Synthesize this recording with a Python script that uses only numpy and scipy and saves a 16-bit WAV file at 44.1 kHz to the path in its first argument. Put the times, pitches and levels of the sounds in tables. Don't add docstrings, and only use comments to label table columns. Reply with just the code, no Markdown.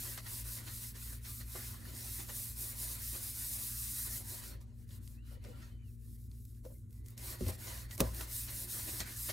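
import sys
import numpy as np
from scipy import signal
from scipy.fft import rfft, irfft, next_fast_len
from scipy.io import wavfile
from scipy.ndimage import uniform_filter1d

SR = 44100
rng = np.random.default_rng(int(sys.argv[2]) if len(sys.argv) > 2 else 0)


def wav_out(sig):
    wavfile.write(sys.argv[1], SR, np.round(np.clip(np.atleast_2d(sig).T, -1, 1) * 32767).astype(np.int16))


def how_loud(loudness_db):
    steps = np.asarray(loudness_db, float) / 20
    return 10 ** steps


N = 411012
SPAN = next_fast_len(N, True)
FREQS = np.fft.rfftfreq(SPAN, 1 / SR) + 1


def along(table):
    hz, db = np.transpose(table)
    return np.interp(np.log(FREQS), np.log(np.maximum(hz, 1)), db)


def colour(x, table, band):
    below, above = (table[0][0] / 2, -60), (table[-1][0] * 2, -60)
    spectrum = rfft(x, SPAN) * how_loud(along([below] + list(table) + [above]))
    inside = spectrum[0][(FREQS > band[0]) & (FREQS < band[1])]
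    rms = np.sqrt(2 * np.sum(np.abs(inside) ** 2)) / SPAN
    return irfft(spectrum, SPAN)[:, :N] / rms


def walk(rate):
    place = np.arange(N) * (rate / SR)
    k = place.astype(int)
    part = place - k
    levels = rng.standard_normal(k[-1] + 2)
    ease = part ** 2 * (3 - 2 * part)
    x = levels[k] + ease * (levels[k + 1] - levels[k])
    return x / x.std()


def grains(scatter_db, flicker_db, rate, patch_db):
    tails = np.minimum(rng.exponential(size=N), 4)
    size = how_loud(scatter_db * tails + flicker_db * walk(rate))
    cells = signal.stft(rng.standard_normal((2, N)) * size, nperseg=512)[2]
    patches = rng.standard_normal(cells.shape[1:])
    patches = uniform_filter1d(patches, size=3, axis=0)
    patches = uniform_filter1d(patches, size=9, axis=1)
    return signal.istft(cells * how_loud(patch_db * patches / patches.std()), nperseg=512)[1][:, :N]


def ring(x, modes):
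    out = 0
    for hz, db, t60 in modes:
        w = 2 * np.pi * hz / SR
        r = np.exp(-np.log(1000) / (t60 * SR))
        out = out + signal.lfilter([0, how_loud(db) * r * np.sin(w)], [1, -2 * r * np.cos(w), r * r], x)
    return out


# turn t/s, grit level at the turn/dB,
# grit level at full speed/dB, fastest place/(0-1 of the stroke), drag on the sheet re grit/dB
FIRST_SCRUB = [(-.15, -55, -44.5, 0.51, -12.5), (.225, -62, -45, 0.72, -13.5), (.437, -58, -45, 0.5, -15.5),
               (.625, -59, -46.5, 0.69, -14), (0.936, -66, -49, 0.53, -13), (1.205, -71, -48.5, 0.5, -21),
               (1.445, -61.5, -48.5, 0.5, -11.5), (1.79, -61.5, -55.5, 1, -7), (1.93, -55, -46, 0.6, -14.5),
               (2.26, -56, -43.5, 0.52, -19.5), (2.552, -55, -42.5, 0.46, -18.5),
               (2.745, -51, -42, .6, -18), (2.98, -50.5, -42.5, 0.7, -18.5), (3.2, -47.5, -43.5, .5, -18),
               (3.33, -46.5, -41.5, 0.8, -19), (3.58, -44, -42, 0.1, -18), (3.74, -45, -42.5, 0.7, -19),
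               (3.87, -43.5, -41, 0.6, -19), (4.09, -47, -42.5, 0.36, -17.5),
               (4.235, -59.5, -47.5, 0.38, -14.5), (4.42, -58.5, -51.5, 0.14, -7)]
FINGERS = [(4.6, -97, -67.5, 0.25, -3), (4.66, -103, -88, .3, -13), (4.72, -90, -73, 0.81, -6.5),
           (4.86, -87, -62.5, 0.6, -8), (5.0, -83, -64, 0.36, -12.5), (5.22, -100, -66, .5, -4),
           (5.4, -101, -69.5, 0.4, -1.5), (5.55, -75, -69.5, 0.27, 4.5), (5.8, -101, -71.5, 0.73, -13),
           (5.969, -81, -66.5, 1, -17), (6.17, -76, -68.5, 0.62, -18), (6.29, -80, -70.5, 0.46, -11),
           (6.4, -68, -68, 0.33, -27), (6.52, -69, -72, 0.37, -10.5), (6.62, -83, -67, 0.17, -25),
           (6.88, -90, -70.5, 0.55, -13.5), (7.03, -84, -66, 0.42, -11.5)]
SECOND_SCRUB = [(7.165, -83, -54, 0.78, -7.5), (7.2, -59, -47.5, 0.49, -10), (7.38, -63, -55, 0.67, -2.5),
                (7.472, -53, -46, 0.61, -10), (7.515, -59, -55, .4, -8.5), (7.57, -73, -50.5, 1, -8),
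                (7.64, -48.5, -52, 0.45, -3), (7.775, -53, -54, .1, -4), (7.881, -78, -52.5, 0.82, -11.5),
                (7.965, -66, -53, 0.24, -11), (8.13, -57.5, -48, 0.61, -13),
                (8.265, -60.5, -42.5, 0.58, -17.5), (8.48, -51, -42.5, 0.64, -17.5),
                (8.67, -54.5, -42.5, 0.35, -15), (8.85, -47, -43.5, 0.52, -13.5),
                (9.05, -60.5, -50, 0.43, -5), (9.15, -51.5, -42.5, 0.43, -19), (9.29, -42, -49, .5, -11),
                (9.4, -50, -50, .5, -12)]


def strokes(bend):
    turn, turn_db, full_db, place, drag_db = np.transpose(FIRST_SCRUB + FINGERS + SECOND_SCRUB)
    t = np.arange(N) / SR
    fastest = turn[:-1] + np.clip(place[:-1], .05, .95) * np.diff(turn)
    k = np.clip(np.searchsorted(turn, t) - 1, 0, len(turn) - 2)
    edge = k + (t > fastest[k])
    slack = np.abs((t - fastest[k]) / (turn[edge] - fastest[k])) ** bend
    level_db = full_db[k] + slack * (turn_db[edge] - full_db[k])
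    return level_db, np.interp(t, fastest, full_db[:-1]), np.interp(t, fastest, drag_db[:-1])


# t/s, judder level/dB, release/s, flexing re judder/dB
CATCHES = [(.185, -50, 0.016, -8.5), (.27, -53.5, 0.023, -21), (.58, -55.5, 0.046, -7),
           (.68, -52, 0.024, -8), (.96, -57.5, 0.027, -8), (1.13, -62, 0.034, 0),
           (1.259, -56.5, 0.068, -10), (1.411, -56.5, 0.023, -12), (1.56, -58.5, 0.12, -1.5),
           (1.9, -70, 0.018, -13), (2.199, -54, 0.042, -3), (2.299, -52, 0.018, -2.5),
           (2.96, -56.5, 0.027, -22), (3.14, -55.5, 0.083, -2.5), (4.07, -56.5, 0.021, -3),
           (4.21, -69, 0.045, 7), (4.33, -73.5, 0.35, 6.5), (5.33, -80, 0.045, 11), (5.46, -67.5, 0.06, 11),
           (5.63, -64, 0.023, -14), (6.655, -70, 0.033, 6), (7.29, -63, .03, -7), (7.49, -55.5, 0.045, 2),
           (7.68, -53, 0.078, -4), (8.006, -51.5, 0.076, 8), (8.21, -56, 0.081, -1),
           (8.49, -52.5, 0.033, -5), (8.889, -52, 0.017, -2), (9.01, -43, 0.021, -9),
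           (9.301, -44, 0.013, -5.5)]


def catches():
    rise_s = 0.0093
    out = np.zeros((2, N + SR))
    late = np.arange(-SR // 20, SR // 2) / SR
    for s, db, release, flex_db in CATCHES:
        shape = np.where(late < 0, np.exp(-(late / rise_s) ** 2), np.exp(-2 * late / release))
        start = int((s + late[0]) * SR)
        out[:, start:start + len(late)] += shape * how_loud([[2 * db], [2 * (db + flex_db)]])
    return out[:, :N]


def drag():
    held_db, full_db, drag_db = strokes(bend=2.8)
    return full_db, drag_db, held_db - full_db


# f/Hz, level/dB (per Hz)
GRIT = [(1470, -20.5), (2500, -10.5), (3190, -11.5), (3810, -2.5), (4610, -3), (5060, 0), (7710, -1.5),
        (9700, -1), (14100, -2), (15600, -6)]


def grit_hiss(caught):
    coarse_offset_db, coarse_per_drag, coarse_dip, catch_db = -4, 0.34, 0.95, -2.5
    fine_db = strokes(bend=2.85)[0]
    full_db, drag_db, stall_db = drag()
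    coarse_db = full_db + coarse_offset_db + coarse_per_drag * drag_db + coarse_dip * stall_db
    grit = colour(grains(2.3, 0.8, 30, 1.8), GRIT, band=(4000, 8000))
    fine = signal.sosfiltfilt(signal.butter(4, 8000, "high", fs=SR, output="sos"), grit)
    coarse = (grit - fine) * np.sqrt(how_loud(2 * coarse_db) + caught * how_loud(2 * catch_db))
    return how_loud(fine_db) * fine / fine[0].std() + coarse


# f/Hz, level/dB (per Hz)
JUDDER = [(410, -29), (700, -6), (884, -5.5), (978, -4.5), (1300, 2), (1850, 5), (2360, 2), (3190, -0.5),
          (3730, -0.5), (4500, 3), (5850, -34), (9900, -120)]
# f/Hz, level/dB (per Hz)
FLEX = [(160, -35), (280, 0), (367, 0.5), (460, -11), (501, -5), (591, -4.5), (794, 0.5), (884, -20),
        (950, -6.5), (1240, -29), (2090, -120)]
# f/Hz, level/dB, T60/s
RUBBED = [(1049, 1, 0.22), (1210, 1.5, 0.089), (1366, -3.5, 0.06), (1504, -1, 0.087), (1930, -4, 0.21),
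          (2125, 1.5, 0.15), (2700, -11, 0.064)]


def foam_judder(caught, bent):
    judder_dip, flex_offset_db, flex_wander_db = 0.31, -5.5, 5.5
    full_db, drag_db, stall_db = drag()
    judder_db = full_db + drag_db + judder_dip * stall_db
    slips = grains(2.8, 1.0, 25, 3.0)
    judder = colour(slips, JUDDER, band=(900, 3500))
    rung = ring(judder, RUBBED)
    judder = 0.73 * judder + 0.21 * rung / rung[0].std()
    flex = colour(slips, FLEX, band=(300, 850))
    flex_db = judder_db + flex_offset_db + flex_wander_db * np.clip(walk(5), -2, .5)
    return np.sqrt(how_loud(2 * judder_db) + caught) * judder + np.sqrt(how_loud(2 * flex_db) + bent) * flex


def scrub():
    caught, bent = catches()
    return grit_hiss(caught) + foam_judder(caught, bent)


# f/Hz, level/dB, T60/s
SHEET = [(89.1, 29, 0.53), (185.5, -17.5, 0.35), (248, -15, 0.18), (366, -9, 0.12), (429, -25, 0.073),
         (512, -19, 0.25), (566, -27, 0.16), (647, -16.5, 0.19), (798, -17, 0.28), (1043, -11, 0.18),
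         (1167, -1, 0.18), (1355, -5, 0.15), (1470, -9, 0.15), (1850, 12, 0.1), (2100, -21, 0.11)]
# f/Hz, level/dB, T60/s
THUD = [(58.73, 5, 0.83), (94.6, -6, 0.58), (116, 8, 0.22)]
# t/s, peak level/dB, best-ringing f/Hz at that spot,
# focus/dB (lost an octave away), crack level/dB
KNOCKS = [(0.176, -42, 1110, 7, -0.5), (0.267, -60, 1850, 14, 11), (1.412, -52, 1900, 20, -10),
          (1.552, -41, 586, 3, -22), (1.742, -50, 1250, 30, -20), (1.853, -52, 1750, 25, -14),
          (2.199, -53, 1800, 9, 5), (2.3, -52, 700, 9, 3), (3.149, -46.5, 500, 1, -12),
          (4.051, -54, 950, 21, -15), (5.447, -57, 1300, 10, -10), (6.651, -46, 514, 40, -14),
          (7.408, -28.5, 208, 6.5, -20), (7.464, -32.5, 298, 3.5, -13), (7.487, -35.5, 444, 12, -15),
          (7.978, -47, 450, 6, -3), (7.998, -41, 900, 10, 1), (8.004, -20.5, 380, 6, -3.5),
          (8.209, -44.5, 1740, 3, 6.5), (8.487, -53, 900, 11, -8), (9.003, -38, 290, 4, -18),
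          (9.289, -46, 1300, 6, -8)]


def knocks():
    palm_db_per_s = 4
    cabinet_db, cabinet_hz, db_per_octave, per_focus, cabinet_rise_s = -7, 403, -4.5, -0.5, .008
    out, size = np.zeros((2, N + SR)), SR // 3
    t = np.arange(size) / SR
    hz, mode_db, t60 = np.repeat(np.transpose(SHEET), 3, axis=1)
    hz = hz * np.tile([1, .95, 1.06], len(SHEET))
    t60 = t60 * np.tile([1, .6, .45], len(SHEET))
    mode_db = mode_db + np.tile([0, -4, -4], len(SHEET))
    chance = rng.standard_normal((len(KNOCKS), 4, len(hz)))
    modes = np.sin(2 * np.pi * hz[:, None] * t) * how_loud(-60 * t / t60[:, None])
    thud = ring(np.sin(np.pi * np.clip(t / 0.0049, 0, 1)), THUD)
    thud = thud * np.array([[1], [.3]]) * (1 - np.exp(-t / cabinet_rise_s))
    crack_shape = (1 - np.exp(-t / 0.00035)) * (np.exp(-t / 0.0034) + 0.39 * np.exp(-t / 0.0078))
    early = t[:1024]
    for (s, db, spot_hz, focus_db, crack_db), mix in zip(KNOCKS, chance):
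        thud_db = cabinet_db + db_per_octave * np.log2(spot_hz / cabinet_hz) + per_focus * focus_db
        push = np.sin(np.pi * np.clip(early * 4 * spot_hz, 0, 1))
        skid = .02 * rng.standard_normal(1024) * np.exp(-early / .008)
        push = push / push.sum() + skid
        gains = how_loud(0.36 * mode_db + 2.8 * mix[:2] - focus_db * np.log2(hz / spot_hz) ** 2)
        gains *= np.sign(mix[2:])
        sheet = signal.fftconvolve(gains @ modes, push[None], axes=1)[:, :size]
        sheet = sheet * how_loud(-palm_db_per_s * focus_db * t)
        crack = rng.standard_normal((2, size)) * crack_shape
        blow = sheet / np.abs(sheet[0]).max() + how_loud(thud_db) * thud / np.abs(thud).max()
        blow = blow + how_loud(crack_db) * crack
        out[:, int(s * SR):int(s * SR) + size] += how_loud(db) * blow
    return out[:, :N] * how_loud([[0], [-5.0]])


# t/s, peak level/dB, f/Hz, T60/s
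TICKS = [(4.6139, -49, 6720, 0.016), (4.8914, -54, 4200, 0.015), (4.908, -53, 3300, .015),
         (5.076, -45.5, 5000, 0.017), (5.2664, -66, 9240, 0.012), (5.44, -49, 4300, 0.015),
         (5.448, -49.5, 2700, .02), (6.24, -58, 7500, .012), (6.315, -52.5, 4250, 0.012),
         (6.452, -44.5, 9900, 0.019), (6.5494, -66, 2900, 0.012), (6.6486, -59, 9000, .03),
         (6.741, -57, 11600, 0.012), (6.7828, -58, 8500, 0.0098), (6.9072, -55, 10500, 0.012),
         (6.9282, -51, 11300, 0.02), (6.9784, -57, 10700, 0.012), (7.0605, -46, 9000, 0.025),
         (7.084, -42, 10400, 0.014), (7.1054, -46, 12800, 0.012), (7.1777, -36.5, 8150, 0.025),
         (7.4833, -30, 8760, 0.012), (7.91, -40, 4130, 0.038), (7.979, -31, 8010, 0.014),
         (8.0038, -18.5, 10900, 0.014), (8.0049, -22, 4400, 0.012), (8.1464, -35, 11800, 0.013),
         (9.003, -28.5, 4500, 0.036)]


def ticks():
    out, t = np.zeros((2, N + SR)), np.arange(SR // 20) / SR
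    for s, db, hz, t60 in TICKS:
        burst = rng.standard_normal((2, len(t))) * np.exp(-np.log(1000) * t / max(t60, .001))
        edges = [hz / 1.6, min(hz * 1.8, .45 * SR)]
        burst = signal.sosfilt(signal.butter(1, edges, "band", fs=SR, output="sos"), burst)
        out[:, int(s * SR):int(s * SR) + len(t)] += how_loud(db) * burst / np.abs(burst[0]).max()
    return out[:, :N] * how_loud([[0], [-6.0]])


# t/s, length/s, f/Hz, level/dB
CHAFES = [(4.882, 0.034, 560, -80), (4.893, .08, 1000, -81), (5.264, .09, 1380, -77),
          (5.307, .075, 515, -66.5), (5.445, 0.078, 488, -59.5), (5.503, 0.063, 570, -73),
          (5.518, 0.065, 1380, -72), (5.612, 0.03, 1850, -69), (5.61, 0.045, 1360, -72),
          (5.782, 0.055, 2390, -83), (6.652, 0.021, 523, -51.5), (6.655, .025, 640, -68),
          (6.687, 0.044, 537, -65), (6.725, 0.044, 560, -78), (6.738, .03, 2100, -84),
          (6.933, .12, 1990, -87), (7.058, 0.066, 2000, -82), (7.073, 0.034, 1350, -81),
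          (7.908, 0.029, 1940, -59.5)]


def chafes():
    t60_s, edge_s = 0.085, .006
    out, t = np.zeros((2, N + SR)), np.arange(SR // 4) / SR
    for s, length, hz, db in CHAFES:
        gate = np.clip(np.minimum(t, length - t) / edge_s, 0, 1)
        sizes = how_loud(2.8 * np.minimum(rng.exponential(size=len(t)), 4))
        slips = rng.standard_normal((2, len(t))) * sizes * gate
        sung = ring(slips, [(hz, 0, t60_s), (hz * 1.05, -5, t60_s / 2)])
        rms = np.sqrt(np.sum(sung[0] ** 2) / (length * SR))
        out[:, int(s * SR):int(s * SR) + len(t)] += how_loud(db) * sung / rms
    return out[:, :N]


# t/s, f/Hz, level/dB
WHISTLE = [
    [(5.16, 2380, -81), (5.187, 2640, -75), (5.228, 2930, -78), (5.3, 2930, -81), (5.37, 2960, -77),
     (5.42, 2950, -92), (5.48, 3000, -79), (5.54, 2880, -76), (5.58, 3080, -79)],
    [(5.66, 2750, -83), (5.72, 3080, -81), (5.83, 3010, -82), (5.875, 2780, -81), (5.915, 2380, -83)],
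]


def whistle():
    out, t = 0, np.arange(N) / SR
    for s, hz, db in map(np.transpose, WHISTLE):
        gate = np.clip(np.minimum(t - s[0], s[-1] - t) / 0.014, 0, 1)
        phase = 2 * np.pi * np.cumsum(np.interp(t, s, hz)) / SR
        blur = np.array([.95 + .55 * walk(150) + .65j * walk(150) for _ in range(2)])
        out = out + gate * how_loud(np.interp(t, s, db)) * (blur * np.exp(1j * phase)).real
    return out


# f/Hz, bandwidth/Hz, level/dB
HUM = [
    (57.86, 9, -48),
    (96.7, 7, -55.5),
    (116.6, 0.39, -52),
    (234.4, 0.4, -64),
]


def compressor():
    out, t = 0, np.arange(N) / SR
    for hz, width, db in HUM:
        a, b, c, d = (walk(width) for _ in range(4))
        steady = np.clip(1 - width / 2, 0, 1)
        wobble = np.array([steady * 2 + (1 - steady) * (a + 1j * b), c + 1j * d]) / np.sqrt(2)
        out = out + how_loud(db) * (wobble * np.exp(2j * np.pi * hz * t)).real
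    return out


# f/Hz, level/dB (per Hz)
KITCHEN = [(15, -26.5), (25, -0.5), (53, 0.5), (114, -1), (141, -12), (166, -12.5), (242, -12),
           (476, -29.5), (800, -69), (1400, -47.5), (3160, -73), (6920, -46), (12200, -49), (14400, -53),
           (16000, -66)]


def still_air():
    return how_loud(-54.5) * colour(grains(2.5, 0.71, 9, 2.54), KITCHEN, band=(25, 16000))


# f/Hz, side re mid level/dB
WIDTH = [(60, -18), (110, -13.5), (200, -10.5), (380, -4), (700, -2.5), (1290, -1), (2380, -3),
         (4400, -5.5), (5600, -10), (8120, -30), (15000, -29)]
# f/Hz, left re right level/dB
LEAN = [(60, .8), (200, .3), (400, .8), (700, 1), (1290, -3), (2380, -.3), (4400, 0)]
# f/Hz, width/Hz, level/dB
PORT_NOTCH = (745, 70, -12)


def scene():
    notch_hz, width_hz, depth_db = PORT_NOTCH
    notch_db = depth_db * np.exp(-((FREQS - notch_hz) / width_hz) ** 2 / 2)
    mid, side = rfft(scrub() + compressor() + still_air(), SPAN)
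    near, wide = rfft(knocks() + ticks() + chafes() + whistle(), SPAN)
    mid = mid * how_loud(notch_db) + near * how_loud(notch_db / 2)
    side = (side + wide) * how_loud(along(WIDTH))
    lean = how_loud(along(LEAN) / 2)
    return irfft(np.array([(mid + side) * lean, (mid - side) / lean]), SPAN)[:, :N]


def band_limit(x):
    return signal.sosfilt(signal.butter(12, 15820, fs=SR, output="sos"), x)


def record(dry):
    bass_cut = signal.butter(2, 41, "high", fs=SR, output="sos")
    treble_cut = signal.ellip(10, .2, 80, 15750, fs=SR, output="sos")
    mix = signal.sosfilt(np.vstack([bass_cut, treble_cut]), dry)
    return band_limit(mix)


dry = scene()
out = record(dry)
wav_out(out)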